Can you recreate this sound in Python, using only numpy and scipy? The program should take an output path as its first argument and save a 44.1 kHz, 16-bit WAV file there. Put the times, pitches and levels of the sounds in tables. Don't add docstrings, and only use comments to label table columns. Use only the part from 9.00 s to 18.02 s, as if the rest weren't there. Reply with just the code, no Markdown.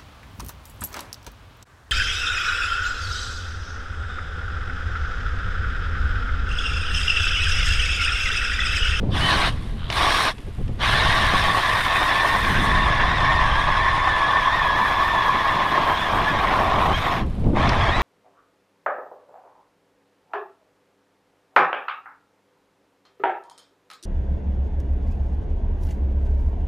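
import sys
import numpy as np
from scipy import signal
from scipy.fft import rfft, irfft, next_fast_len
from scipy.io import wavfile
from scipy.ndimage import uniform_filter1d, minimum_filter1d, map_coordinates

SR = 44100
rng = np.random.default_rng(int(sys.argv[2]) if len(sys.argv) > 2 else 0)


def dump(signal):
    limited = np.clip(np.atleast_2d(signal).T, -1, 1)
    pcm = np.round(limited * 32767).astype(np.int16)
    wavfile.write(sys.argv[1], SR, pcm)


N = 397782

# [t/s, rumble level/dB, flutter level/dB]
WIND_LEVEL = [(0, -23, -27), (.88, -30, -40.5), (1.53, -35.5, -40), (1.61, -26, -39.5), (2.42, -25, -36),
              (2.62, -31, -42), (3.27, -34.5, -41), (3.59, -23, -27.5), (4.6, -25, -40), (5.17, -32, -43),
              (6.76, -36.5, -35), (7.94, -26, -31.5), (8.11, -32.5, -32.5), (8.2, -25, -26.5),
              (8.36, -27.5, -35.5), (8.46, -21, -23.5), (9.02, -25, -33)]
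# [f/Hz, level/dB]
RUMBLE_SPECTRUM = [(8, -4), (22, 1), (60, -3), (110, -4), (170, -14.5), (300, -32), (800, -101)]
FLUTTER_SPECTRUM = [(70, -22), (140, -1.5), (210, -0.5), (320, -8), (500, -13), (900, -23.5), (4000, -88)]
PUFF_SPECTRUM = [(70, -9.5), (150, 4.5), (210, 0), (320, -5), (500, -9), (900, -21.5), (2000, -42),
                 (5000, -81)]
# [t/s, level/dB]
WIND_PUFFS = [(.029, -25.5), (.088, -26.5), (1.582, -32.5), (1.605, -32.5), (1.692, -32), (2.332, -25),
              (8.44, -26), (8.464, -25), (8.53, -19)]
PUFF_RISE_S, PUFF_FALL_S = 0.0023, 0.012
# [f/Hz, level/dB]
AIR_SPECTRUM = [(300, -8), (1100, -1.5), (3500, -7.5), (6000, -20), (12000, -27.5), (15000, -47)]
AIR_DB = -51.5

# [start t/s, stop t/s, attack/s, release/s, tube ring level/dB, crunch level/dB,
# spray level/dB, gear whine level/dB, patter afterwards level/dB]
TRIGGER_PULLS = [(0.084, 0.52, 0.16, 0.05, -26.5, -25, -42, -29, -19.5),
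                 (.87, 1.339, 0.13, 0.066, -25.5, -24, -41, -40, -32.5),
                 (1.777, 8.265, 0.073, 0.13, -25.5, -23.5, -43, -24, -27),
                 (8.535, 9.44, 0.053, 0.068, -28, -22.5, -57, -24.5, -26)]
SPIN_UP_S, WHINE_SWELL_S = .035, .13
PATTER_FALL_DB_PER_S, PATTER_RING_DB, PATTER_SPRAY_DB = 40, -1, 3
# [t/s, gear mesh f/Hz]
SKATING_SPEED = [(.18, 1720), (.225, 1865), (.285, 1890), (.36, 1574)]
BORING_SPEED = [(2.0, 1780), (2.16, 1893), (2.3, 1650), (2.4, 1805), (2.58, 1850), (2.65, 1685),
                (2.76, 1894), (2.9, 1763), (3.06, 1883), (3.1, 1717), (3.37, 1865), (3.57, 1665),
                (3.83, 1870), (3.88, 1700), (3.99, 1710), (4.17, 1948), (4.22, 1785), (4.4, 1825),
                (4.48, 1569), (4.83, 1760), (5.09, 1793), (5.24, 1695), (5.37, 1801), (5.43, 1685),
                (5.57, 1857), (5.68, 1669), (5.86, 1780), (5.91, 1680), (6.09, 1822), (6.3, 1645),
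                (6.335, 1768), (6.44, 1657), (6.55, 1765), (6.9, 1587), (7.045, 1775), (7.11, 1578),
                (7.238, 1756), (7.56, 1420), (7.9, 1485), (8.04, 1902), (8.13, 1638), (8.25, 1530)]
SLUSHY_SPEED = [(8.58, 1880), (8.645, 1880), (8.71, 1598), (8.79, 1570), (8.825, 1690), (8.85, 1635),
                (8.89, 1660), (8.92, 1844), (8.96, 1983), (9.02, 2000)]
# [middle t/s, length/s, grip level/dB]
BLADE_GRIPS = [(0.217, 0.19, -3.5), (0.415, 0.098, 3.5), (.95, 0.064, -4), (1.046, 0.14, 3.5),
               (2.194, 0.055, -1), (2.32, .05, -2), (2.49, 0.045, 5.5), (4.213, 0.044, 1), (6.278, .05, 3),
               (6.71, 0.037, -2), (2.244, 0.075, 4), (2.53, .04, -2.5), (2.573, 0.072, 4.5),
               (2.634, 0.084, -3.5), (2.735, .08, -1), (2.832, 0.12, -6.5), (3.017, 0.071, 3),
               (3.247, .06, 4.5), (3.345, .06, 3), (3.422, .13, -4), (3.577, 0.39, -4), (3.875, .07, 0.5),
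               (4.121, .05, -1), (4.165, .07, -4), (4.599, .05, 1), (4.685, 0.044, 5), (5.081, .05, 2.5),
               (5.172, .025, 4.5), (5.307, .07, 2), (5.728, 0.056, -1.5), (5.79, 0.062, 3),
               (6.146, 0.049, 3.5), (6.787, .054, 3.5), (6.91, 0.086, 4.5), (7.0, 0.19, -5),
               (7.162, 0.084, 1), (7.299, 0.23, -3.5), (7.841, 0.051, -1), (7.99, 0.19, -11.5),
               (8.159, 0.32, -5), (8.929, 0.093, -5.5)]
SINK_FROM_S, SINK_S = 1.83, 1.93
DRAG_FROM_S, DRAG_OVER_S = 6.16, 1.55

# [f/Hz, level/dB]
SHALLOW_CRUNCH = [(700, -13), (1250, -6.5), (1550, 1), (2150, -2), (2450, -5.5), (3050, -4.5), (3800, -3),
                  (4250, -8.5), (4700, -12), (5250, -15.5), (5600, -16.5), (5950, -20.5), (10000, -56)]
DEEP_CRUNCH = [(800, -22.5), (1250, -19), (1420, -11.5), (1780, -3.5), (2150, -10.5), (2950, -19.5),
               (3500, -13.5), (4600, -29), (5200, -26.5), (7300, -44.5), (11000, -50), (15000, -80)]
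PACKED_CRUNCH = [(800, -28), (1300, -9.5), (1750, -6), (2300, -9), (2950, -15), (3500, -13.5),
                 (4600, -25.5), (5300, -26), (7300, -38.5), (11000, -44.5), (15000, -78)]
# [f/Hz, level/dB]
GRIND_SPECTRUM = [(150, -30), (300, -5), (500, -7), (660, 3), (900, 1), (1200, 0.5), (1450, -13.5),
                  (2500, -82)]
# [f/Hz, width/Hz, level/dB]
TUBE_MODES = [(1122, 64, -8), (1053, 27, -13.5)]
TUBE_SAG, TUBE_WANDER = .035, .009
DEEP_RING_DB, DEEP_CRUNCH_DB, DEEP_GRIND_DB = 3, -11.5, -5
GRIND_DB, DRAG_GRIND_DB = -4.5, 8
BITE_DB, BITE_PATCH_DB = 0.24, 2.7

# [middle t/s, length/s, mesh tone gain level/dB,
# high whine gain level/dB, growl gain level/dB]
GEAR_SURGES = [(.27, .28, 7.5, -4, 0), (3.018, .17, 3, 4, 0), (5.4, 1.25, 3.5, 0, 0),
               (7.022, .2, 7.5, 9, -4), (7.291, 0.14, 14.5, 5, 2), (7.951, .08, 8, 15.5, 0),
               (8.634, .11, 15, 11, 7), (8.823, 0.076, 2, 11, -2), (8.887, .07, 8, 13, 6),
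               (8.929, 0.062, 13, 4, 4), (8.966, 0.069, 6, 11, 3)]
# [multiple of its mesh rate, level/dB]
HIGH_WHINE_PARTIALS = [(3, -2), (6, -27)]
GROWL_PARTIALS = [(1, 2), (2, -4)]
STAGE_RATIO, MESH_PER_TURN = .656, 420
OVERTONE_DB, GROWL_DB = -11, -15
DRAG_TONE_DB, DRAG_OVERTONE_DB = -12, -5
BREAK_UP = 1.4

# [f/Hz, level/dB]
SPRAY_SPECTRUM = [(4000, -37), (6000, -3.5), (7500, -5), (9400, 2.5), (10700, -10.5), (12000, -9),
                  (13300, -40)]
FINE_SPECTRUM = [(5000, -21.5), (11000, -10), (12000, 6), (13200, -6), (14800, -9), (15700, -25)]
# [t/s, level/dB]
FINE_HISS_LEVEL = [(.3, -61), (1.2, -52), (2, -56), (2.8, -53), (3.55, -54), (3.9, -76), (5.2, -71),
                   (5.7, -58), (7.8, -60), (8.15, -55), (8.5, -75)]
BURIED_S, BURIED_OVER_S, DEEP_SPRAY_DB, BURIED_SPRAY_DB = 3.63, 0.23, -9, -7
FLING_DB = 1.5

# [t/s, length/s, pitch f/Hz, arch/share of pitch, glide/share of pitch,
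# pitch shake/share of pitch, level/dB]
BLADE_SQUEALS = [(.108, 0.068, 3550, .016, 0, .03, -41), (.118, 0.08, 3000, 0, -0.02, .07, -38),
                 (.165, .023, 3440, 0, 0.096, 0.041, -32), (.198, 0.104, 3050, 0.059, .018, 0.011, -27.5),
                 (.26, .116, 4140, .0194, 0, .049, -34), (.298, .03, 3530, .0067, -.17, .02, -33),
                 (.93, 0.41, 5480, .01, 0, .035, -42)]
# [f/Hz, level/dB]
CRUMB_SPECTRUM = [(1000, -5), (3000, 0), (6000, -13), (9500, -5.5), (12000, -12), (15000, -30)]
LANDING_DB, LANDING_FALL_DB_PER_S = -60.5, 13
# (start t/s, length/s, slip rate f/Hz, level/dB)
BLADE_CHATTER = (.755, .2, 80, -40)
# [f/Hz, width/Hz, level/dB]
SURFACE_MODES = [(1300, 500, 3), (3130, 600, 2), (3770, 400, -6)]
CHATTER_SLIP_S = 0.0074
# [t/s, level/dB]
ICE_CHIPS = [(.901, -8), (.925, -10), (1.382, -28), (1.679, -30), (8.442, -32), (8.692, -5.5)]
CHIP_T60_S = .028

TOP_HZ = 15700


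def amp(db):
    return 10 ** (np.asarray(db) / 20)


def unit(x):
    return x / np.sqrt(np.mean(x ** 2) + 1e-20)


def noise():
    return rng.standard_normal(N)


def curves(rows):
    s, *cols = np.transpose(rows)
    return [np.interp(np.arange(N) / SR, s, c) for c in cols]


def wobble(rate):
    knots = rng.standard_normal(int(N * rate / SR) + 4)
    return map_coordinates(knots, [np.arange(N) * rate / SR])


def since(start):
    return np.maximum(np.arange(N) / SR - start, 0)


def ramp(start, length):
    return np.clip((np.arange(N) / SR - start) / length, 0, 1)


def ease(start, length):
    return np.sin(np.pi / 2 * ramp(start, length)) ** 2


def bump(middle, length):
    return np.sin(np.pi * ramp(middle - length / 2, length)) ** 2


def filtered(x, response):
    m = next_fast_len(N + SR // 4)
    return irfft(rfft(x, m) * response(np.fft.rfftfreq(m, 1 / SR)), m)[..., :N]


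def colour(x, points):
    f, db = np.transpose(points)
    return unit(filtered(x, lambda hz: amp(np.interp(np.log(hz + 1), np.log(f), db))))


def resonate(x, modes):
    def response(f):
        return sum(amp(db) * 1j * f * w / (c * c - f * f + 1j * f * w) for c, w, db in modes)
    return unit(filtered(x, response))


def grains(rate, spread_db, hiss):
    sizes = amp(spread_db * np.minimum(rng.exponential(size=N), 4)) * noise()
    fractures = unit(sizes * (rng.random(N) < rate / SR))
    return unit(fractures + hiss * noise())


def patchy(x, depth_db):
    z = signal.stft(x, nperseg=512)[2]
    field = uniform_filter1d(rng.standard_normal(z.shape), size=3, axis=0)
    field = uniform_filter1d(field, size=5, axis=1)
    return unit(signal.istft(z * amp(depth_db * unit(field)), nperseg=512)[1][:N])


def bend(x, ratio):
    return map_coordinates(x, [np.cumsum(ratio)], mode="mirror")


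def wind():
    rumble_db, flutter_db = curves(WIND_LEVEL)
    rumble = colour(noise(), RUMBLE_SPECTRUM) * amp(rumble_db + 1.5 + 1.2 * wobble(16))
    flutter = colour(noise(), FLUTTER_SPECTRUM) * amp(flutter_db - 2.0 + 3.3 * wobble(25))
    force = np.zeros(N)
    for s, db in WIND_PUFFS:
        t = since(s)
        force += amp(db + 7.0) * (1 - np.exp(-t / PUFF_RISE_S)) * np.exp(-t / PUFF_FALL_S)
    return rumble + flutter + force * colour(noise(), PUFF_SPECTRUM)


def lake_air():
    return amp(AIR_DB) * colour(noise(), AIR_SPECTRUM)


def trigger():
    total = np.zeros((5, N))
    for start, stop, attack, release, ring_db, crunch_db, spray_db, whine_db, patter_db in TRIGGER_PULLS:
        stopped = ease(stop - release, release)
        on = ease(start, attack) * (1 - stopped)
        patter = stopped * amp(patter_db - PATTER_FALL_DB_PER_S * since(stop))
        flow = on + amp(PATTER_SPRAY_DB) * patter
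        ring = amp(ring_db) * (on + amp(PATTER_RING_DB) * patter)
        crunch = amp(crunch_db) * (on + patter)
        whine = amp(whine_db) * on * ramp(start, WHINE_SWELL_S)
        total += [ring, crunch, amp(spray_db) * flow, whine, flow]
    return total


def load():
    depth = 1 - np.exp(-since(SINK_FROM_S) / SINK_S)
    grip_db = sum(db * bump(s, length) for s, length, db in BLADE_GRIPS)
    return depth, ramp(DRAG_FROM_S, DRAG_OVER_S), grip_db


def drill_speed():
    cruise_hz, = curves(SKATING_SPEED + BORING_SPEED + SLUSHY_SPEED)
    lag = sum((since(start) > 0) * np.exp(-since(start) / SPIN_UP_S) for start, *_ in TRIGGER_PULLS)
    return cruise_hz * (1 - lag)


def ice_crunch(judder, depth, drag, grip_db):
    cracks = patchy(grains(rate=12000, spread_db=2, hiss=0.78) * judder, BITE_PATCH_DB)
    slush = patchy(grains(rate=6000, spread_db=0.5, hiss=0.81) * judder, BITE_PATCH_DB)
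    muffled = ramp(1.76, 1.9)
    shallow = amp(2 + np.minimum(grip_db, 0)) * colour(cracks, SHALLOW_CRUNCH)
    deep = amp(6.5) * colour(cracks, DEEP_CRUNCH)
    clear = (1 - muffled) * shallow + muffled * deep
    packed = amp(6.0) * colour(slush, PACKED_CRUNCH)
    crunch = np.sqrt(1 - drag) * clear + np.sqrt(drag) * packed
    return amp(DEEP_CRUNCH_DB * depth) * crunch


def tube_and_grind(judder, depth, drag, grip_db):
    grind_db = GRIND_DB + DEEP_GRIND_DB * depth + DRAG_GRIND_DB * drag
    tube = resonate(grains(rate=3000, spread_db=2, hiss=0.91), TUBE_MODES)
    tube = bend(tube, 1 - TUBE_SAG * depth + TUBE_WANDER * wobble(12))
    tube = colour(tube, [(400, -32), (850, 4.5), (1250, 0.0), (1500, -15.0), (3000, -2),
                         (10000, -20), (15000, -34)])
    tube *= amp(2.0) / (1 + amp(grind_db) ** 2)
    rubble = grains(rate=3500, spread_db=2, hiss=0.62) * judder
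    grind = amp(grind_db + 2.5) * colour(rubble, GRIND_SPECTRUM)
    return amp(DEEP_RING_DB * depth + grip_db + 0.74 * wobble(36)) * (tube + grind)


def blades(turns, ring_gain, crunch_gain, depth, drag, grip_db):
    bite_db = BITE_DB * np.sin(4 * np.pi * turns + wobble(3.01)) + 0.55 * wobble(50)
    judder = amp(0.9 * wobble(260))
    ring = ring_gain * tube_and_grind(judder, depth, drag, grip_db)
    return amp(bite_db) * (ring + crunch_gain * ice_crunch(judder, depth, drag, grip_db))


def gearbox(mesh_hz, turns, gain, drag, grip_db):
    tone_db, whine_db, growl_db = sum(np.outer(dbs, bump(s, length)) for s, length, *dbs in GEAR_SURGES)
    strain = drag * amp(-np.maximum(np.maximum(tone_db, whine_db), 0))
    speed = 1 + .005 * np.sin(4 * np.pi * turns) * (1 - drag) + .008 * wobble(55)
    jolts = (.009 + .015 * strain) * wobble(350)
    phase = 2 * np.pi * np.cumsum(mesh_hz * (speed + jolts)) / SR
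    stage_phase = STAGE_RATIO * phase
    tone_db = tone_db + DRAG_TONE_DB * drag + BREAK_UP * (1 - drag) * np.minimum(grip_db, 0)
    whine_db = whine_db + OVERTONE_DB + DRAG_OVERTONE_DB * drag
    tone_gain = amp(tone_db - 2.5 + 2.4 * wobble(40) + 0.97 * wobble(130))
    tone = tone_gain * np.sin(phase + 0.5 * wobble(160))
    whine = sum(amp(whine_db + db + 2.5 * wobble(70)) * np.sin(k * stage_phase + .5 * wobble(200))
                for k, db in HIGH_WHINE_PARTIALS)
    growl = drag * sum(amp(GROWL_DB + growl_db + db + 2.2 * wobble(40)) * np.sin(k * stage_phase)
                       for k, db in GROWL_PARTIALS)
    return gain * (tone + whine + growl)


def shavings(turns, spray_gain, flow, depth):
    fine_db, = curves(FINE_HISS_LEVEL)
    spray_db = DEEP_SPRAY_DB * depth + BURIED_SPRAY_DB * ramp(BURIED_S, BURIED_OVER_S)
    spray = colour(grains(rate=8000, spread_db=4.5, hiss=0.96), SPRAY_SPECTRUM)
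    fine = np.array([colour(grains(rate=2500, spread_db=4.0, hiss=0.7), FINE_SPECTRUM) for side in range(2)])
    fine_gain = flow * amp(fine_db + [[.5], [3.5]])
    fling = amp(FLING_DB * np.sin(4 * np.pi * turns + wobble(4.3)) + 1.7 * wobble(15))
    return fling * (spray_gain * amp(spray_db) * spray + fine_gain * fine)


def squeals():
    out, shake = np.zeros(N + SR), wobble(900)
    for s, length, hz, arch, glide, rough, db in BLADE_SQUEALS:
        first = int(s * SR)
        u = np.linspace(-1, 1, int(length * SR))
        pitch = hz * (1 - arch * u ** 2 + glide * u + rough * shake[first:][:len(u)])
        tone = np.sin(2 * np.pi * np.cumsum(pitch) / SR)
        out[first:][:len(u)] += amp(db + 6.5) * (1 - u ** 2) * tone
    return out[:N]


def crumbs():
    gain = sum((since(stop) > 0) * amp(LANDING_DB - LANDING_FALL_DB_PER_S * since(stop))
               for _, stop, *_ in TRIGGER_PULLS)
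    return gain * colour(grains(rate=660, spread_db=-7, hiss=0.48), CRUMB_SPECTRUM)


def chatter():
    start, length, rate, db = BLADE_CHATTER
    slips = np.exp(-(since(start) % (1 / rate)) / CHATTER_SLIP_S) * noise()
    ringing = resonate(slips, SURFACE_MODES)
    ringing = unit(filtered(ringing, lambda hz: 1 / (1 + (hz / 4400) ** 8)))
    return amp(db) * np.sqrt(bump(start + length / 2, length)) * ringing


def chips():
    out, t = np.zeros(N + SR), np.arange(SR // 10) / SR
    for s, db in ICE_CHIPS:
        snap = amp(db - 60 * t / CHIP_T60_S) * (1 - np.exp(-t / 0.00027))
        out[int(s * SR):][:len(t)] += snap * rng.standard_normal(len(t))
    return filtered(out[:N], lambda hz: hz / (hz + 400) / (1 + (hz / 4500) ** 5))


def scene():
    ring, crunch, spray, whine, flow = trigger()
    depth, drag, grip_db = load()
    mesh_hz = drill_speed()
    turns = np.cumsum(mesh_hz) / SR / MESH_PER_TURN
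    auger = blades(turns, ring, crunch, depth, drag, grip_db)
    auger = auger + gearbox(mesh_hz, turns, whine, drag, grip_db)
    ice = shavings(turns, spray, flow, depth) + squeals() + crumbs() + chatter() + chips()
    return wind() + lake_air() + auger + ice


def record(dry):
    needed = np.minimum(1, amp(-6.5) / (np.abs(dry).max(axis=0) + 1e-9))
    gain = uniform_filter1d(minimum_filter1d(needed, size=200), size=200)
    return filtered(dry * gain, lambda hz: hz < TOP_HZ)


dry = scene()
out = record(dry)
dump(out)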